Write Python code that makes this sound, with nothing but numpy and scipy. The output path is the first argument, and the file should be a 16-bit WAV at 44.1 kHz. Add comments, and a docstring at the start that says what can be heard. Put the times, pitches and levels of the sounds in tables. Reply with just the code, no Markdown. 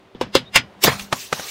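"""On asphalt, close to the microphone: a car tyre rolls onto a full drink can, over the car's soft rush.
The thin shell buckles in uneven snaps, each a tick, a hollow knock and a ring of many decaying modes.
Near 0.84 s it splits: shaped noise gushes out, with two sharp pressure pulses close together.
Slop and spray follow, with two more sharp pops and a last faint one as the tyre flattens the can.
Blows and pops leave a boom of low noise and cavity tones under the car."""
import sys
import numpy as np
from scipy import signal
from scipy.fft import rfft, irfft
from scipy.io import wavfile
from scipy.ndimage import uniform_filter1d

SR = 44100
rng = np.random.default_rng(int(sys.argv[2]) if len(sys.argv) > 2 else 0)


def dump_mix(stems):
    """Bounce the given channels to the path in sys.argv[1] as a 16-bit WAV at rate SR."""
    frames = np.atleast_2d(stems).T  # one column per channel
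    limited = np.clip(frames, -1, 1)  # hard clip at full scale
    pcm = np.round(limited * 32767).astype(np.int16)
    wavfile.write(sys.argv[1], SR, pcm)


N = 66150
T = np.arange(N) / SR
EDGE_HZ = 15800  # upper limit of the shell's mode crowd and of the microphone's band


def amp(db):
    """Decibels to gain."""
    return 10 ** (np.asarray(db) / 20)


def unit(x):
    """Scales to rms 1."""
    return x / np.sqrt(np.mean(x ** 2) + 1e-20)


def read(points, hz):
    """Interpolates (Hz, value) points on a log-frequency axis."""
    f, value = np.transpose(points)
    return np.interp(np.log(hz + 1), np.log(f + 1), value)


def level(points):
    """Gain over time from (s, dB) points, at -120 dB before the first."""
    return amp(np.interp(T, *np.transpose(points), left=-120))


def fade(t60, t=T):
    """Exponential decay by 60 dB in t60 seconds."""
    return np.exp(-np.log(1000) * t / t60)


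def rise(time_s):
    """Exponential approach to full level, with this time constant."""
    return 1 - np.exp(-T / time_s)


def add(mix, s, sound):
    """Mixes a sound in at time s."""
    part = mix[max(round(s * SR), 0):][:len(sound)]
    part += sound[:len(part)]


def noise(colour):
    """Noise of rms 1, its spectrum shaped by (Hz, dB) points."""
    spectrum = rfft(rng.standard_normal(N))
    gain = amp(read(colour, np.fft.rfftfreq(N, 1 / SR)))
    return unit(irfft(spectrum * gain, N))


def filtered(x, hz, kind, order=1):
    """Low-pass or high-pass, gentle at first order."""
    return signal.sosfilt(signal.butter(order, min(hz, SR / 2 - 1), kind, fs=SR, output="sos"), x)


def ring(modes, pitch=1, tilt_db=0):
    """Struck modes as decaying sines, tilted per octave about 400 Hz; neighbours start in opposite directions."""
    out = np.zeros(N)
    for k, (hz, db, t60) in enumerate(modes):
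        gain = (-1) ** k * amp(db + tilt_db * np.log2(hz / 400))
        out += gain * fade(t60) * np.sin(2 * np.pi * hz * pitch * T)
    return out


# The dents, in order of time: start_s, knock_db, knock_pitch_factor, knock_tilt_db_per_octave,
# shell_db, shell_pitch_factor, shell_ring_length_factor, shell_tilt_db_per_octave,
# main_ring_hz, main_ring_boost_db, tick_db, swell_db, boom_db
BUCKLES = [(0.1485, -29.5, .88, -3, -41, 0.67, 0.67, -7.5, 3380, 28, -63, -69, -41),
           (0.2118, -12, .95, 4.5, -20, 1.07, 1.04, -0.76, 900, 9.5, -52, -40, -28.5),
           (0.2675, -30.5, 0.56, 0, -52, 0.9, .8, -15, 2500, 1, -66, -66, -51),
           (0.3520, 0, 1.0, -1, -6.5, 1.0, 0.88, 0.04, 4320, 6, -20, -19.5, -27.5),
           (0.3680, -19, 0.68, -2, -27.5, 1.0, 1.6, 2, 3500, 6, -38, -40, -34),
           (0.5590, -15.5, 1.05, 11.5, -0.5, 1.01, 0.89, 1.35, 2130, 5.5, -7.5, -9, -26),
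           (0.8390, -15.5, 1.21, 3, -7.5, 1.08, 0.66, 7, 3480, -4, -9, -16.5, -21),
           (0.9958, -60, 0.56, -11, -25.5, 0.89, 0.63, 3, 2420, 0.5, -48, -34, -55),
           (1.0170, -47.5, 1.0, 13.5, -37, 1.4, 0.64, -14, 5400, 25, -52, -50, -44)]
# Modes of the liquid-filled body, before each dent's pitch and tilt: pitch_hz, level_db, t60_s
KNOCK = [(248.8, -15, 0.13), (373, 3, 0.024), (535.6, -2.5, 0.058), (890, -4, 0.012), (1067, -11, 0.036)]
KNOCK_RISE_S, TICK_T60_S = 0.00036, 0.018
# The wheel drops a little as the can gives way
THUD_S, THUD_HZ, THUD_DB, THUD_T60_S = 0.555, 45.7, -16.5, 0.05


def buckles():
    """Each dent snaps in: a bright tick, a hollow knock of the full can and the ring of its wall."""
    out = np.zeros(N)
    for (s, knock_db, knock_pitch, knock_tilt_db, shell_db, pitch, length, tilt_db,
         main_hz, boost_db, tick_db, swell_db, boom_db) in BUCKLES:
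        wall, swell = shell(pitch, length, tilt_db, main_hz, boost_db)
        add(out, s - len(swell) / SR, amp(swell_db) * swell)
        add(out, s, amp(shell_db) * wall)
        knock = rise(KNOCK_RISE_S) * ring(KNOCK, knock_pitch, knock_tilt_db)
        add(out, s, amp(knock_db) * knock)
        tick = fade(TICK_T60_S) * rng.standard_normal(N)
        add(out, s, amp(tick_db) * tick + amp(boom_db) * boom())
    add(out, THUD_S, ring([(THUD_HZ, THUD_DB, THUD_T60_S)]))
    return out


# Upper level of the crowd of wall modes, before each dent's tilt and boost: pitch_hz, level_db
SHELL = [(100, -10.5), (600, 1), (900, 2), (1600, 2), (3000, 4.5), (5200, -3.5), (8000, -6), (11000, -15),
         (16000, -20.5)]
# Decay of the crowd, before each dent's length factor: pitch_hz, t60_s
SHELL_T60 = [(500, 0.091), (2500, 0.12), (5000, 0.097), (9000, 0.074), (15000, .06)]
# Strongest rings of the wall, before each dent's factors and the lift below: pitch_hz, level_db, t60_s
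WALL = [(803, -2, 0.0468), (886, -6, 0.023), (1064.5, 4, 0.054), (1270, -23, 0.23), (1430, -4.5, 0.17),
        (1708, -3.5, 0.072), (1918, -14, 0.2), (2100, 3, 0.073), (2709, 8.5, 0.069), (2810, 7.5, 0.033),
        (2924, -6, 0.16), (3224, 4.5, 0.11), (3495, 3.5, 0.082), (3850, -11, .13), (4940, -1.5, 0.13),
        (5003, 5.5, 0.046), (5970, -13, 0.13)]
WALL_LIFT_DB = 4.5
CROWD_SPREAD_DB = 12  # crowd modes lie up to this far below SHELL
SWELL_T60_S = 0.049


def shell(pitch, length, tilt_db, main_hz, boost_db, octaves=0.41, count=380):
    """The wall's main rings in a crowd of modes redrawn for each dent: a ring-out and a swell into it."""
    place, size = rng.random((2, count))
    crowd_hz = ((np.arange(count) + 1 + place) / count) ** 1.3 * EDGE_HZ
    crowd_db = read(SHELL, crowd_hz) + CROWD_SPREAD_DB * (size - 1)
    crowd = np.transpose([crowd_hz, crowd_db, read(SHELL_T60, crowd_hz)])
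    main = np.array(WALL) * [pitch, 1, 1] + [0, WALL_LIFT_DB, 0]
    hz, db, t60 = np.vstack([crowd, main]).T[:, :, None]
    phase, lead_phase = rng.random((2, len(hz), 1))

    away = np.log2(hz / main_hz)  # octaves from the main ring
    gain = amp(db + tilt_db * away + boost_db * np.exp(-(away / octaves) ** 2))
    gain = gain / np.sqrt(np.sum(gain ** 2) / 2)

    t = T[:SR // 5]
    out = (gain * fade(t60 * length, t) * np.sin(2 * np.pi * (hz * t + phase))).sum(0)
    t = T[:SR // 20]
    swell = fade(SWELL_T60_S, t) * (gain * np.sin(2 * np.pi * (hz * t + lead_phase))).sum(0)
    return out, swell[::-1]  # the reversed decay grows towards the dent


# Colour of the low tail: pitch_hz, level_db
BOOM = [(25, -20), (60, -4.5), (120, 0.5), (230, 3), (330, -12), (600, -10.5), (2000, -19.5), (5000, -25.5),
        (16000, -77.5)]
# Resonances of the air under the car: pitch_hz, level_db, t60_s
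CAVITY = [(119.7, -7, 0.29), (255.3, -1, 0.16)]
BOOM_T60_S, BOOM_RISE_S = 0.29, 0.0041


def boom():
    """The low tail that a blow leaves between road and car: decaying noise and cavity tones."""
    return rise(BOOM_RISE_S) * (noise(BOOM) * fade(BOOM_T60_S) + ring(CAVITY))


# Bursts: start_s, pulse_db, pulse_width_s, echo_delay_s, splash_db, boom_db, swell_db
POPS = [(0.8495, -4, 0.00031, .0017, -21, -42, -48), (0.8801, 1, 0.00026, 0.0024, -17, -24, -14.5),
        (1.1268, 0, 0.000082, 0.0033, -11.5, -36, -27), (1.3274, -1.5, 0.00012, 0.00236, -14.5, -41.5, -33),
        (1.3956, -43, .0002, 0.0028, -24, -47, -51)]
# Reflections off wheel and body: multiple_of_echo_delay, share_of_pulse
POP_ECHOES = [(1, 1), (1.67, 0.67), (2, 0.23)]
# Colour of splash and swell: pitch_hz, level_db
SPLASH = [(40, -23), (150, 3), (350, -3.5), (700, 3), (1200, 2), (2500, -6), (6000, -9), (10000, -16.5),
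          (16000, -35)]
POP_LOW_HZ, POP_BASS_HZ = 178, 79  # gentle and steep high-pass
ECHO_LOW_HZ, ECHO_HIGH_HZ = 328, 2200
SPLASH_T60_S, SPLASH_RISE_S, POP_SWELL_T60_S = 0.049, 0.0004, 0.04


def pops():
    """Trapped gas and liquid break out: a pressure pulse with close echoes, a splash, a boom, with a faint
    swell leading into each."""
    out = np.zeros(N)
    lead_s = 0.004  # room for the pulse to rise before its peak
    for s, pulse_db, width_s, echo_s, splash_db, boom_db, swell_db in POPS:
        pulse = filtered(np.exp(-abs(T - lead_s) / width_s), POP_LOW_HZ, "highpass")
        pulse = filtered(pulse, POP_BASS_HZ, "highpass", order=3)
        pulse = amp(pulse_db) * pulse / abs(pulse).max()
        add(out, s - lead_s, pulse)

        echo = filtered(filtered(pulse, ECHO_HIGH_HZ, "lowpass"), ECHO_LOW_HZ, "highpass")
        for multiple, share in POP_ECHOES:
            add(out, s - lead_s + multiple * echo_s, share * echo)

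        swell = (noise(SPLASH) * fade(POP_SWELL_T60_S))[:SR // 30]
        add(out, s - len(swell) / SR, amp(swell_db) * swell[::-1])
        splash = noise(SPLASH) * fade(SPLASH_T60_S) * rise(SPLASH_RISE_S)
        add(out, s, amp(splash_db) * splash + amp(boom_db) * boom())
    return out


def spatter(colour, patchy_db, strands_db):
    """Rushing liquid: noise with wide, brief patches and narrow, ringing strands."""
    z = signal.stft(noise(colour), nperseg=512)[2]
    wide, narrow = rng.standard_normal((2,) + z.shape)
    # axis 0 is frequency, axis 1 is time
    patches = unit(uniform_filter1d(uniform_filter1d(wide, size=16, axis=0), size=4, axis=1))
    strands = unit(uniform_filter1d(uniform_filter1d(narrow, size=2, axis=0), size=16, axis=1))
    uneven = z * amp(patchy_db * patches + strands_db * strands)
    return unit(signal.istft(uneven, nperseg=512)[1][:N])


# The gush from the split: time_s, level_db
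JET = [(.80, -69), (.822, -31), (.835, -21.5), (.839, -9), (.847, -6), (.853, -14), (.875, -22), (.90, -80),
       (.96, -67), (1.05, -68)]
# Its colour: pitch_hz, level_db
JET_COLOUR = [(60, -38), (300, 2.5), (700, 1), (1500, -7.5), (3200, -0.5), (5500, -2), (8500, -9.5),
              (11000, -14.5), (16000, -9)]
# The can crumples and liquid slops out: time_s, level_db
SLOP = [(.81, -59), (.84, -37), (.87, -16), (.895, -16.5), (.91, -23.5), (.925, -23.5), (.95, -35.5),
        (.98, -40.5), (.997, -43), (1.03, -52), (1.08, -50.5), (1.12, -56), (1.15, -34.5), (1.22, -56),
        (1.30, -56), (1.37, -37.5), (1.395, -35), (1.44, -37.5), (1.5, -47)]
# Its colour: pitch_hz, level_db
SLOP_COLOUR = [(40, -30), (130, -0.5), (230, -5.5), (360, -7), (550, -1), (1000, 1.5), (1700, -2),
               (2400, -6.5), (4200, -7.5), (6500, -23.5), (16000, -24.5)]
# Fine spray: time_s, level_db
SPRAY = [(.85, -56), (.89, -39), (.94, -35), (.975, -42), (1.0, -37.5), (1.025, -34.5), (1.08, -52.5),
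         (1.115, -55), (1.15, -36.5), (1.23, -34.5), (1.27, -40), (1.305, -45.5), (1.35, -36), (1.38, -35),
         (1.45, -36), (1.5, -29.5)]
# Its colour: pitch_hz, level_db
SPRAY_COLOUR = [(200, -32.5), (1200, -7.5), (2500, 1), (4200, 1), (6000, 4), (8000, -3), (11000, -7),
                (16000, -6.5)]


def drink():
    """Escaping liquid as three uneven noises: the first gush, the duller slop and the fine spray."""
    gush = level(JET) * spatter(JET_COLOUR, patchy_db=3.5, strands_db=0)
    slop = level(SLOP) * spatter(SLOP_COLOUR, patchy_db=2.0, strands_db=4.5)
    spray = level(SPRAY) * spatter(SPRAY_COLOUR, patchy_db=2.4, strands_db=1.5)
    return gush + slop + spray


SQUEAK_S, SQUEAK_LENGTH_S, SQUEAK_DB = 0.45, 0.051, -43
SQUEAK_HZ, SQUEAK_RISE_HZ_PER_S = 3600, 4500


def squeak(waver=0.015):
    """Metal slips on the rubber tread: a faint, rising tone with a random waver in pitch."""
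    t = np.clip(T - SQUEAK_S, 0, SQUEAK_LENGTH_S)
    drift = unit(uniform_filter1d(rng.standard_normal(N), size=60))
    hz = (SQUEAK_HZ + SQUEAK_RISE_HZ_PER_S * t) * (1 + waver * drift)
    envelope = np.sin(np.pi * t / SQUEAK_LENGTH_S)
    return amp(SQUEAK_DB) * envelope * np.sin(2 * np.pi * np.cumsum(hz) / SR)


# Colour of the running car: pitch_hz, level_db
FLOOR = [(25, -29), (60, 1), (150, -2), (400, -0.5), (800, -2.5), (1600, -10.5), (3500, -16), (6000, -27),
         (9000, -34), (16000, -41.5)]
# Its level: time_s, level_db
FLOOR_LEVEL = [(0, -51.5), (.15, -53.5), (.45, -51), (.75, -48.5), (1.5, -53)]
# A low drone that swells after the blows: time_s, level_db
DRONE = [(0, -66), (.2, -76), (.28, -44), (.4, -57), (.52, -51), (.64, -42), (.72, -55), (.85, -47.5),
         (.95, -37), (1.02, -36.5), (1.1, -46), (1.2, -66), (1.5, -78)]
HUM_HZ, HUM_DB, DRONE_HZ = 385, -56.5, 200


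def car():
    """The car behind it all: a soft rush of shaped noise, a steady hum and a drone of changing level."""
    rush = level(FLOOR_LEVEL) * noise(FLOOR)
    hum = amp(HUM_DB) * np.sin(2 * np.pi * HUM_HZ * T)
    drone = level(DRONE) * np.sin(2 * np.pi * DRONE_HZ * T)
    return rush + hum + drone


def scene():
    """Everything reaches both channels alike."""
    return np.tile(buckles() + pops() + drink() + squeak() + car(), (2, 1))


CLIP_KNEE = 3.3  # higher bends later and harder


def record(dry):
    """The close microphone: the loudest peaks overload softly, then a low-pass limits the band."""
    clipped = dry / (1 + abs(dry) ** CLIP_KNEE) ** (1 / CLIP_KNEE)
    band = signal.firwin(511, EDGE_HZ, window=("kaiser", 9), fs=SR)
    return signal.oaconvolve(clipped, band[None], "same")


dry = scene()
out = record(dry)
dump_mix(out)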